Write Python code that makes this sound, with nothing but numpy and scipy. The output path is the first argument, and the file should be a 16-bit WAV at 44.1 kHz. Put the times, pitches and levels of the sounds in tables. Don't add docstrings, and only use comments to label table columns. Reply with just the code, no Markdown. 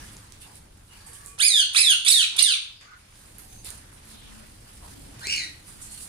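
import sys
import numpy as np
from scipy import signal
from scipy.fft import rfft, irfft
from scipy.io import wavfile
from scipy.ndimage import uniform_filter1d

SR = 44100
rng = np.random.default_rng(int(sys.argv[2]) if len(sys.argv) > 2 else 0)


def generate_wav(signal):
    frames = np.transpose(np.atleast_2d(signal))
    scaled = np.clip(frames, -1, 1) * 32767
    pcm = np.round(scaled).astype(np.int16)
    wavfile.write(sys.argv[1], SR, pcm)


def how_loud(loudness_db):
    steps = np.asarray(loudness_db, float) / 20
    return 10 ** steps


N = 268480


def evened(x):
    return x / np.sqrt(np.mean(x ** 2) + 1e-20)


def read(points, hz):
    f, value = np.transpose(points)
    return np.interp(np.log(hz + 1), np.log(f + 1), value)


def unroll(rows):
    s, *columns = np.transpose(rows)
    t = np.arange(s[0], s[-1], 1 / SR)
    return [np.interp(t, s, c) for c in columns]


def add(mix, s, sound):
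    part = mix[..., round(s * SR):][..., :sound.shape[-1]]
    part += sound[..., :part.shape[-1]]


def colour(x, points):
    hz = np.linspace(0, SR / 2, 257)
    return signal.oaconvolve(x, signal.firwin2(255, hz, how_loud(read(points, hz)), fs=SR), "same")


def wobble(length, hz):
    noise = rng.standard_normal(length + 2000)
    return evened(signal.lfilter(*signal.butter(2, hz, fs=SR), noise)[2000:])


def resonate(x, hz, width_hz):
    turn = np.exp(2j * np.pi * np.cumsum(hz * np.ones(len(x))) / SR)
    r = np.exp(-np.pi * width_hz / SR)
    return (turn * signal.lfilter([1], np.convolve([1, -r], [1, -r]), x / turn)).real


# f/Hz, t60/s
WALL_T60 = [(300, 0.66), (1500, 0.41), (3500, 0.43), (6000, 0.39), (10000, 0.29), (15000, 0.28)]
# t/s, level/dB
ECHOES = [
    (.003, 0),
    (.0055, -4),
    (.008, -3),
    (0.012, -7),
    (.021, 0),
    (.029, -10),
    (0.04, -10),
]


def room(x):
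    taps = np.zeros((2, SR))
    at = np.arange(400, SR - 20, 20) + rng.integers(0, 20, (2, (SR - 401) // 20))
    np.put_along_axis(taps, at, rng.choice([-1., 1.], at.shape), 1)
    hz, t, z = signal.stft(taps, SR, nperseg=256)
    decay = how_loud(-60 * t / read(WALL_T60, hz)[:, None])
    tail = signal.istft(z * decay, SR, nperseg=256)[1]
    tail /= np.linalg.norm(tail[0])
    for s, db in ECHOES:
        delay = (s * SR * rng.uniform(.85, 1.15, 2)).astype(int)
        tail[[0, 1], delay] += how_loud(db - 6.5)
    return signal.fftconvolve(x, tail, axes=1)[:, :N]


# f/Hz, level/dB
TRAFFIC_DB = [(12, -30), (20, 2.5), (109, 0), (163, -8.5), (210, -7), (247, -13.5), (282, -10.5),
              (422, -19), (483, -20), (700, -25), (910, -24), (1540, -120)]
# t/s, level/dB
TRAFFIC_LEVEL = [(0, -41.5), (.28, -49.5), (.6, -47), (.87, -52), (1.049, -49.5), (1.43, -51),
                 (1.74, -48.5), (2.65, -49), (2.81, -47.5), (2.9, -50.5), (3.2, -49), (3.53, -46.5),
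                 (4.18, -48), (4.7, -47.5), (5.07, -43), (5.55, -47), (5.9, -48.5), (6.088, -47)]
# f/Hz, side minus mid level/dB
SIDE_DB = [(60, -28), (110, -20), (200, -15.5), (380, -2), (700, 5.5), (1290, -1.5), (2380, 0), (4400, 0),
           (8120, 0), (15000, 0.5)]


def traffic():
    hz = np.fft.rfftfreq(N, 1 / SR)
    mid, side = rfft(rng.standard_normal((2, N))) * how_loud(read(TRAFFIC_DB, hz))
    side = side * how_loud(read(SIDE_DB, hz))
    level_db = np.interp(np.arange(N) / SR, *np.transpose(TRAFFIC_LEVEL))
    return how_loud(level_db) * evened(irfft(np.array([mid + side, mid - side]), N))


def humps(events, floor_db):
    s, peak_db, rise, fade = np.transpose(events)[:, :, None]
    t = np.arange(0, N + 64, 64) / SR
    db = peak_db - 22 * np.where(t < s, (s - t) / abs(rise), (t - s) / abs(fade))
    gain = np.sqrt(how_loud(floor_db) ** 2 + (how_loud(db) ** 2).sum(0))
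    return np.interp(np.arange(N) / SR, t, gain)


def bed(spectrum, gain, flicker_db):
    patchy_db = 1.7
    frames, hz = N // 128 + 5, np.fft.rfftfreq(512, 1 / SR)
    a, b, c, d, patches = rng.standard_normal((frames, 257, 5)).T
    patches = evened(uniform_filter1d(uniform_filter1d(patches, 8, 0), 20, 1))
    flicker = evened(uniform_filter1d(rng.standard_normal(frames), 3))
    mid = a + 1j * b
    side = how_loud(read(SIDE_DB, hz))[:, None] * (c + 1j * d)
    z = np.array([mid + side, mid - side])
    z *= how_loud(read(spectrum, hz)[:, None] + patchy_db * patches + flicker_db * flicker)
    return gain * evened(signal.istft(z, nperseg=512, noverlap=384)[1][:, :N])


# f/Hz, level/dB per Hz
WASH_DB = [(240, -34), (400, -6), (861, -4), (947, 0.5), (1660, -1.5), (3140, -7.5), (5580, -8.5),
           (7000, -13.5), (9100, -43), (15400, -120)]
# t/s, peak level/dB, rise/s, fade/s
WHISKS = [(0, -49, .01, 0.67), (.418, -57, 0.1, 0.53), (.94, -55, 0.09, 0.73), (1.08, -58, 0.042, 0.99),
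          (1.38, -47.5, 0.0017, 0.2), (1.74, -44, 0.18, 1), (2.36, -41, 0.19, 0.26),
          (2.65, -47.5, 0.25, 0.23), (2.81, -44.5, 0.0076, 0.28), (2.95, -53.5, 0.41, 1),
          (3.4, -53.5, 0.078, 0.12), (3.67, -50, 0.016, 0.5), (4.12, -55.5, 0.85, 0.27),
          (4.36, -52.5, 0.52, 0.5), (4.69, -55.5, 0.11, 0.19), (4.85, -57.5, 0.25, 0.88),
          (5.2, -52.5, 0.46, 0.74), (5.69, -58.5, 0.13, 0.98), (5.806, -55, 0.47, 0.46),
          (6.088, -53, 0.11, .1)]


def wings():
    return bed(WASH_DB, humps(WHISKS, floor_db=-63), flicker_db=0.97)


# f/Hz, level/dB per Hz
RUSTLE_DB = [(2350, -11.5), (4000, -5), (4870, -2), (5700, -9.5), (9660, -4), (13300, -12), (15100, -8),
             (16000, -29)]
# t/s, peak level/dB, rise/s, fade/s
STIRS = [(0, -53, .01, 1), (.418, -50, 0.021, 0.12), (.576, -53, 0.15, 0.043), (.94, -58.5, 0.073, 0.36),
         (1.256, -55, 0.96, 0.2), (2.05, -80, .8, .8), (2.65, -55, 0.44, 0.46), (3.19, -57.5, 0.56, 0.92),
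         (3.53, -55.5, 0.84, 0.96), (3.655, -42, 0.014, 0.2), (4.12, -52.5, 0.17, 0.12),
         (4.36, -56.5, 1, 1), (4.69, -58.5, 0.37, 0.26), (4.9, -52.5, 0.57, 1), (5.2, -52.5, 0.024, 1),
         (5.69, -52, 0.11, 0.31), (5.82, -59, 0.019, 0.98), (6.02, -46, 0.38, 0.14)]


def rustle():
    return bed(RUSTLE_DB, humps(STIRS, floor_db=-85), flicker_db=1.5)


# t/s, length/s, f/Hz, width/Hz, level/dB
HOOTS = [(0, .07, 1740, 110, -60), (.4, .085, 2800, 350, -63), (.4, .085, 3600, 400, -66),
         (.42, .146, 880, 530, -60.5), (.88, .5, 1690, 200, -67), (.89, .32, 4620, 300, -68),
         (.98, .45, 1137, 14, -64), (1.08, .08, 473, 36, -63), (1.2, .18, 460, 14, -67),
         (1.26, .13, 2440, 40, -68), (1.14, .04, 3100, 300, -66), (1.06, .04, 850, 200, -62),
         (2.294, .123, 373, 73, -58), (2.82, .16, 1220, 120, -56), (2.859, .143, 1470, 120, -52.5),
         (3.363, .265, 768, 49, -67.5), (3.46, .2, 6280, 250, -63.5), (3.999, .65, 217, 9, -59),
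         (4.799, .11, 800, 660, -56.5), (4.855, .355, 289, 27, -57.5), (5.26, .34, 303, 67, -59),
         (5.6, .49, 208, 10, -62.5), (5.85, .2, 4300, 270, -63)]
# t/s, length/s, from f/Hz, to f/Hz, level/dB
CHIRPS = [
    (.871, .125, 2820, 3010, -68),
    (2.702, .2, 5100, 4600, -57),
    (2.84, .16, 2280, 1940, -64),
    (4.047, .333, 4170, 2900, -61.5),
    (4.377, .09, 624, 550, -61),
]


def far_calls():
    out = np.zeros((2, N))
    notes = [(s, length, hz, hz, width, db) for s, length, hz, width, db in HOOTS]
    notes += [(s, length, a, b, abs(a - b), db) for s, length, a, b, db in CHIRPS]
    for start, length, from_hz, to_hz, width, db in notes:
        noise = rng.standard_normal((2, int(.7 * SR)))[:, :int(length * SR)]
        glide_hz = np.linspace(from_hz, to_hz, noise.shape[1])
        whistle = evened(np.array([resonate(v, glide_hz, width) for v in noise]))
        level = how_loud(db + 6.0 + wobble(len(glide_hz), 19))
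        add(out, start, level * whistle * signal.windows.tukey(len(glide_hz), .7))
    return out


# t/s, peak level/dB, f/Hz, scatter level/dB, left minus right level/dB
TICKS = [(0.0497, -44, 9940, -38, -7), (0.132, -38, 7860, -39, 0), (0.168, -33.5, 6500, -28, 3),
         (0.3225, -35.5, 5800, -24, -9), (0.404, -51, 9200, -4, -3), (0.52, -46, 10200, -24, -2),
         (0.556, -38.5, 9340, -19, -2), (1.063, -46, 9100, -3, -3), (1.1326, -37, 8900, -10.5, -4),
         (1.261, -30.5, 9200, -18.5, -8), (1.272, -40, 7900, -12, 9), (2.812, -36, 6000, -20, 7),
         (2.973, -45, 9950, -15, 8), (3.135, -48, 5800, -13, 4), (3.156, -41, 5900, -32, 0),
         (3.259, -44, 6300, -30, 0), (3.384, -36, 11600, -13.5, -10), (3.6467, -31, 8600, -27, -8),
         (3.7042, -30.5, 9000, -43, -9), (3.929, -47.5, 9650, -9.5, -2.5), (4.055, -46, 10000, -29, -2),
         (4.0902, -39.5, 9350, -33, -2), (4.155, -47, 12500, -30, -2), (4.996, -43, 9200, -41, -9),
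         (5.195, -37.5, 6550, -31, -3), (5.2707, -15.5, 6560, -51, 5), (5.584, -47, 3700, -30, 0),
         (5.669, -44.5, 9660, -7, -2), (5.8152, -38.5, 8100, -4.5, 2), (5.911, -42.5, 8600, -2, -2),
         (6.012, -38, 8600, -5, -5)]


def ticks():
    out, t = np.zeros((2, N)), np.arange(6000) / SR
    knock = np.sin(2 * np.pi * 420 * t) * np.exp(-t / 0.0029)
    scatter_gain = np.exp(-t / 0.046) * (1 - np.exp(-t / 0.0038))
    for s, db, hz, scatter_db, pan_db in TICKS:
        burst, *husks = rng.standard_normal((3, 6000))
        snap = resonate(burst * np.exp(-t / .0005), hz, 5000)
        scatter = evened(np.array([resonate(v, hz, 4700) for v in husks])) * scatter_gain
        hit = snap / abs(snap).max() + how_loud(-15.5) * knock
        pan = how_loud([[pan_db / 2], [-pan_db / 2]])
        add(out, s, how_loud(db) * (hit * pan + how_loud(scatter_db) * scatter))
    return out


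def stack(hz, partials_db, throat_db, jitter, flutter_hz):
    turns = np.cumsum(hz * (1 + jitter * wobble(len(hz), 307))) / SR
    tone = np.zeros(len(hz))
    for k, db in enumerate(partials_db, 1):
        flutter_db = (3 + 0.45 * k) * wobble(len(hz), flutter_hz)
        partial = np.cos(2 * np.pi * (k * turns + rng.random()))
        tone += how_loud(db + throat_db(k) + flutter_db) * (k * hz < 15000) * partial
    return tone / np.sqrt(uniform_filter1d(tone ** 2, 900, mode="reflect") + 1e-9), turns


# t/s, arching voice f/Hz, level voice f/Hz, effort level/dB
ANSWER = [(5.205, 1367, 1468, -55), (5.23, 1586, 1700, -43), (5.25, 1993, 1968, -35),
          (5.275, 2500, 2160, -35), (5.3, 2797, 2230, -30.5), (5.335, 2953, 2295, -28.5),
          (5.37, 2710, 2189, -33), (5.44, 2430, 1942, -36.5), (5.53, 2270, 1880, -63)]
# level/dB of partials 1, 2, ..
ARCH_PARTIALS_DB = [4, -7, -16]
# level/dB of partials 1, 2, ..
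FLAT_PARTIALS_DB = [1, -8, -13.5, -24, -12.5]
# f/Hz, level/dB
FAR_THROAT = [(800, -55), (1400, 8.5), (2000, -3), (2850, 5), (3400, -1), (3900, 13), (4500, 8.5),
              (5200, 13), (6100, 4.5), (6700, 9), (9000, 4.5), (11000, -10), (15000, 0)]


def answer():
    arch_share, arch_late_share, handover_s = 0.64, 0.2, 5.35
    jitter = .022
    arch_hz, flat_hz, effort_db = unroll(ANSWER)
    n = len(arch_hz)
    arch = stack(arch_hz, ARCH_PARTIALS_DB, lambda k: 0, jitter, 220)[0]
    flat = stack(flat_hz, FLAT_PARTIALS_DB, lambda k: 0, jitter, 250)[0]
    late_s = ANSWER[0][0] + np.arange(n) / SR - handover_s
    share = arch_share + (arch_late_share - arch_share) * np.clip(late_s / 0.019 + .5, 0, 1)
    rasp = evened(resonate(rng.standard_normal(n), (arch_hz + flat_hz) / 2, 430))
    strand = evened(resonate(rng.standard_normal(n), np.maximum(2 * flat_hz, 4200), 210))
    voice = share * arch + (1 - share) * flat + 0.28 * arch * flat
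    voice += 0.12 * rng.standard_normal(n) + 0.6 * rasp + 0.16 * strand
    level = how_loud(effort_db + 2.5 + 2 * wobble(n, 220))
    return ANSWER[0][0], level * colour(voice, FAR_THROAT) * signal.windows.tukey(n, .05)


# level/dB of partials 1, 2, ..
PARTIALS_DB = [-6.5, -4.5, -1.5, -6.5, -10, -11.5, -12.5, -17, -36, -21]
# f/Hz, level/dB
THROAT = [(700, -61), (1100, -14.5), (1800, -13), (2500, -7), (3400, 3), (4600, -4), (5600, -8),
          (6300, -3.5), (7500, -11), (9300, -1), (10800, -14), (11800, -19.5), (14000, -16.5), (14800, -80)]


def cry(pitch, efforts_db, thirds_db, firsts_db, brights_db, fifth_db, effort_strain):
    curves = np.column_stack([pitch, efforts_db, thirds_db, firsts_db, brights_db])
    hz, effort_db, third_db, first_db, bright_db = unroll(curves)
    n = len(hz)
    t = np.arange(n) / SR
    strain = np.interp(hz, (1900, 2500), [0, 1])
    rough = .05 + .17 * strain + .35 * np.exp(-t / .025)

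    def throat_db(k):
        balance_db = (k == 1) * first_db + (k == 3) * third_db
        balance_db = balance_db + (k > 2) * bright_db + (k > 3) * (k % 2) * fifth_db
        return read(THROAT, k * hz) + balance_db

    tone, turns = stack(hz, PARTIALS_DB, throat_db, .006 + .012 * effort_strain * strain, 86)
    rasp = (1 + np.cos(2 * np.pi * turns)) * rng.standard_normal(n)
    second_turns = 1152 * np.cumsum(1 + 0.092 * wobble(n, 120)) / SR
    second = np.exp(-t / 0.0085) * np.cos(2 * np.pi * second_turns)
    voice = tone * (1 + second) + how_loud(-14.5) * second + rough * evened(colour(rasp, THROAT))
    return pitch[0][0], how_loud(effort_db) * voice * signal.windows.tukey(n, min(0.0016 * SR / n, 1))


# t/s, f/Hz
SCREECHES = [
    [(1.388, 1000), (1.404, 1550), (1.43, 2330), (1.45, 2530), (1.472, 2388), (1.504, 1990), (1.554, 1775),
     (1.6, 1590), (1.635, 1370)],
    [(1.747, 1200), (1.757, 1400), (1.762, 1750), (1.773, 2230), (1.79, 2680), (1.803, 2620), (1.839, 1938),
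     (1.903, 1620), (1.938, 1350)],
    [(2.062, 1680), (2.077, 1900), (2.0865, 2900), (2.087, 2000), (2.107, 1800), (2.1075, 2570),
     (2.135, 1960), (2.185, 1710), (2.243, 1190)],
    [(2.38, 1720), (2.39, 1760), (2.402, 2850), (2.418, 2830), (2.428, 2280), (2.444, 1920), (2.49, 1565),
     (2.526, 1290), (2.555, 1080)],
]
EFFORT_DB = [
    [-47, -26, -17.5, -17.5, -15, -21, -15, -15.5, -22.5],
    [-22, -25.5, -14, -13.5, -14.5, -18, -18.5, -13, -17.5],
    [-21.5, -15.5, -3.5, -11, -14.5, -10.5, -13, -15, -18.5],
    [-34, -6, -13.5, -28, -8.5, -14, -15.5, -17.5, -21],
]
THIRD_DB = [
    [-9, -18, 0, -35, 0, -5.5, -11.5, -5, 9.5],
    [-6, -0.5, 0, -4, 4, -14, -6.5, -6, -0.5],
    [-12, -4, 10, -25, -27, -8, -8, -10, 5.5],
    [-8, -7, -15, -9, -9.5, -1, 0, 1, 2],
]
FIRST_DB = [
    [6, 5, 1, 0, -1, -3, -3, -2, -4],
    [0, 0, -2, -1, 0, -1, -4, -3, -6],
    [-5, -6, -9, -16, -12, -9, -9, -3, -8],
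    [-3, -4, -5, -4, -9, -7, 0, -2, -8],
]
BRIGHT_DB = [
    [-6, -4, -2, -1, -2, -4, -3, -3, -6],
    [-9, -11, -11, -8, -6, -4, -6, -5, -8],
    [-8, -13, -16, -3, -3, -1, -3, -5, -6],
    [-6, -9, -13, -8, -4, -5, -6, -4, -6],
]
FIFTH_DB = [-2.5, -2, 0, 0.1]
STRAIN = [1, 1, .5, .35]
# t/s, level/dB, length/s
PUFFS = [
    (1.386, -45, 0.0063),
    (1.733, -35, 0.051),
    (2.048, -27, 0.046),
    (2.364, -28, 0.0084),
]


def near_bird():
    out = np.zeros(N)
    for row in zip(SCREECHES, EFFORT_DB, THIRD_DB, FIRST_DB, BRIGHT_DB, FIFTH_DB, STRAIN):
        add(out, *cry(*row))
    for s, db, length in PUFFS:
        puff = colour(rng.standard_normal(2000), THROAT)[:int(length * SR)]
        add(out, s, how_loud(db) * evened(puff))
    return signal.sosfilt(signal.butter(6, 1050, "high", fs=SR, output="sos"), out)


# f/Hz, level/dB
SHADOW = [(1000, -1), (4000, -3), (6000, -7), (10000, -10), (16000, -12)]


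def direct_paths(near, far):
    port_lag, far_lag = 11, 20
    left = how_loud(2.2) * colour(np.roll(near, port_lag), SHADOW) + how_loud(-7.0) * far
    right = how_loud(5.5) * near + how_loud(-6.0) * np.roll(far, far_lag)
    return np.array([left, right])


def scene():
    background = traffic() + wings() + rustle() + far_calls()
    small = ticks()
    far = np.zeros(N)
    add(far, *answer())
    near = near_bird()
    wet = room(how_loud(.5) * near + how_loud(-12.5) * far + how_loud(-7.5) * small)
    return background + small + direct_paths(near, far) + wet


def top_cut(x):
    return signal.sosfilt(signal.butter(12, 16420, fs=SR, output="sos"), x)


# f/Hz, level/dB
LEFT_PORT = [(500, -3), (3000, 3), (5000, 0.5), (7500, 3.5), (9500, 1), (12000, -8), (15900, -4),
             (16400, -67)]
# f/Hz, level/dB
RIGHT_PORT = [(500, -3.5), (3000, 3), (5000, 0.5), (7500, 5.5), (9500, 10.5), (12000, 5.5), (15900, -2.5),
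              (16400, -67)]
# f/Hz, level/dB
HISS = [(1000, -79), (2500, -18), (4000, -2), (9000, 8), (13000, 1), (15700, -13), (16300, -64)]


def record(dry):
    knee, ceiling, recovery_db_per_s = .7, .93, 28.6
    x = np.array([colour(dry[0], LEFT_PORT), colour(dry[1], RIGHT_PORT)])
    power_db = 10 * np.log10(abs(uniform_filter1d((x ** 2).mean(0), 300)) + 1e-12)
    fall_db = np.arange(N) * recovery_db_per_s / SR
    held_db = np.maximum.accumulate(power_db + fall_db) - fall_db
    over_db = np.maximum(held_db + 20.5, 0)
    ducked = x / how_loud(0.56 * uniform_filter1d(over_db, 200))
    spare = ceiling - knee
    bent = spare * np.tanh(np.maximum(abs(ducked) - knee, 0) / spare)
    limited = np.clip(ducked, -knee, knee) + np.sign(ducked) * bent
    limited = signal.sosfiltfilt(signal.butter(8, 16200, fs=SR, output="sos"), limited)
    hiss = evened(np.array([colour(v, HISS) for v in rng.standard_normal((2, N))]))
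    return top_cut(limited + how_loud(-78) * hiss)


dry = scene()
out = record(dry)
generate_wav(out)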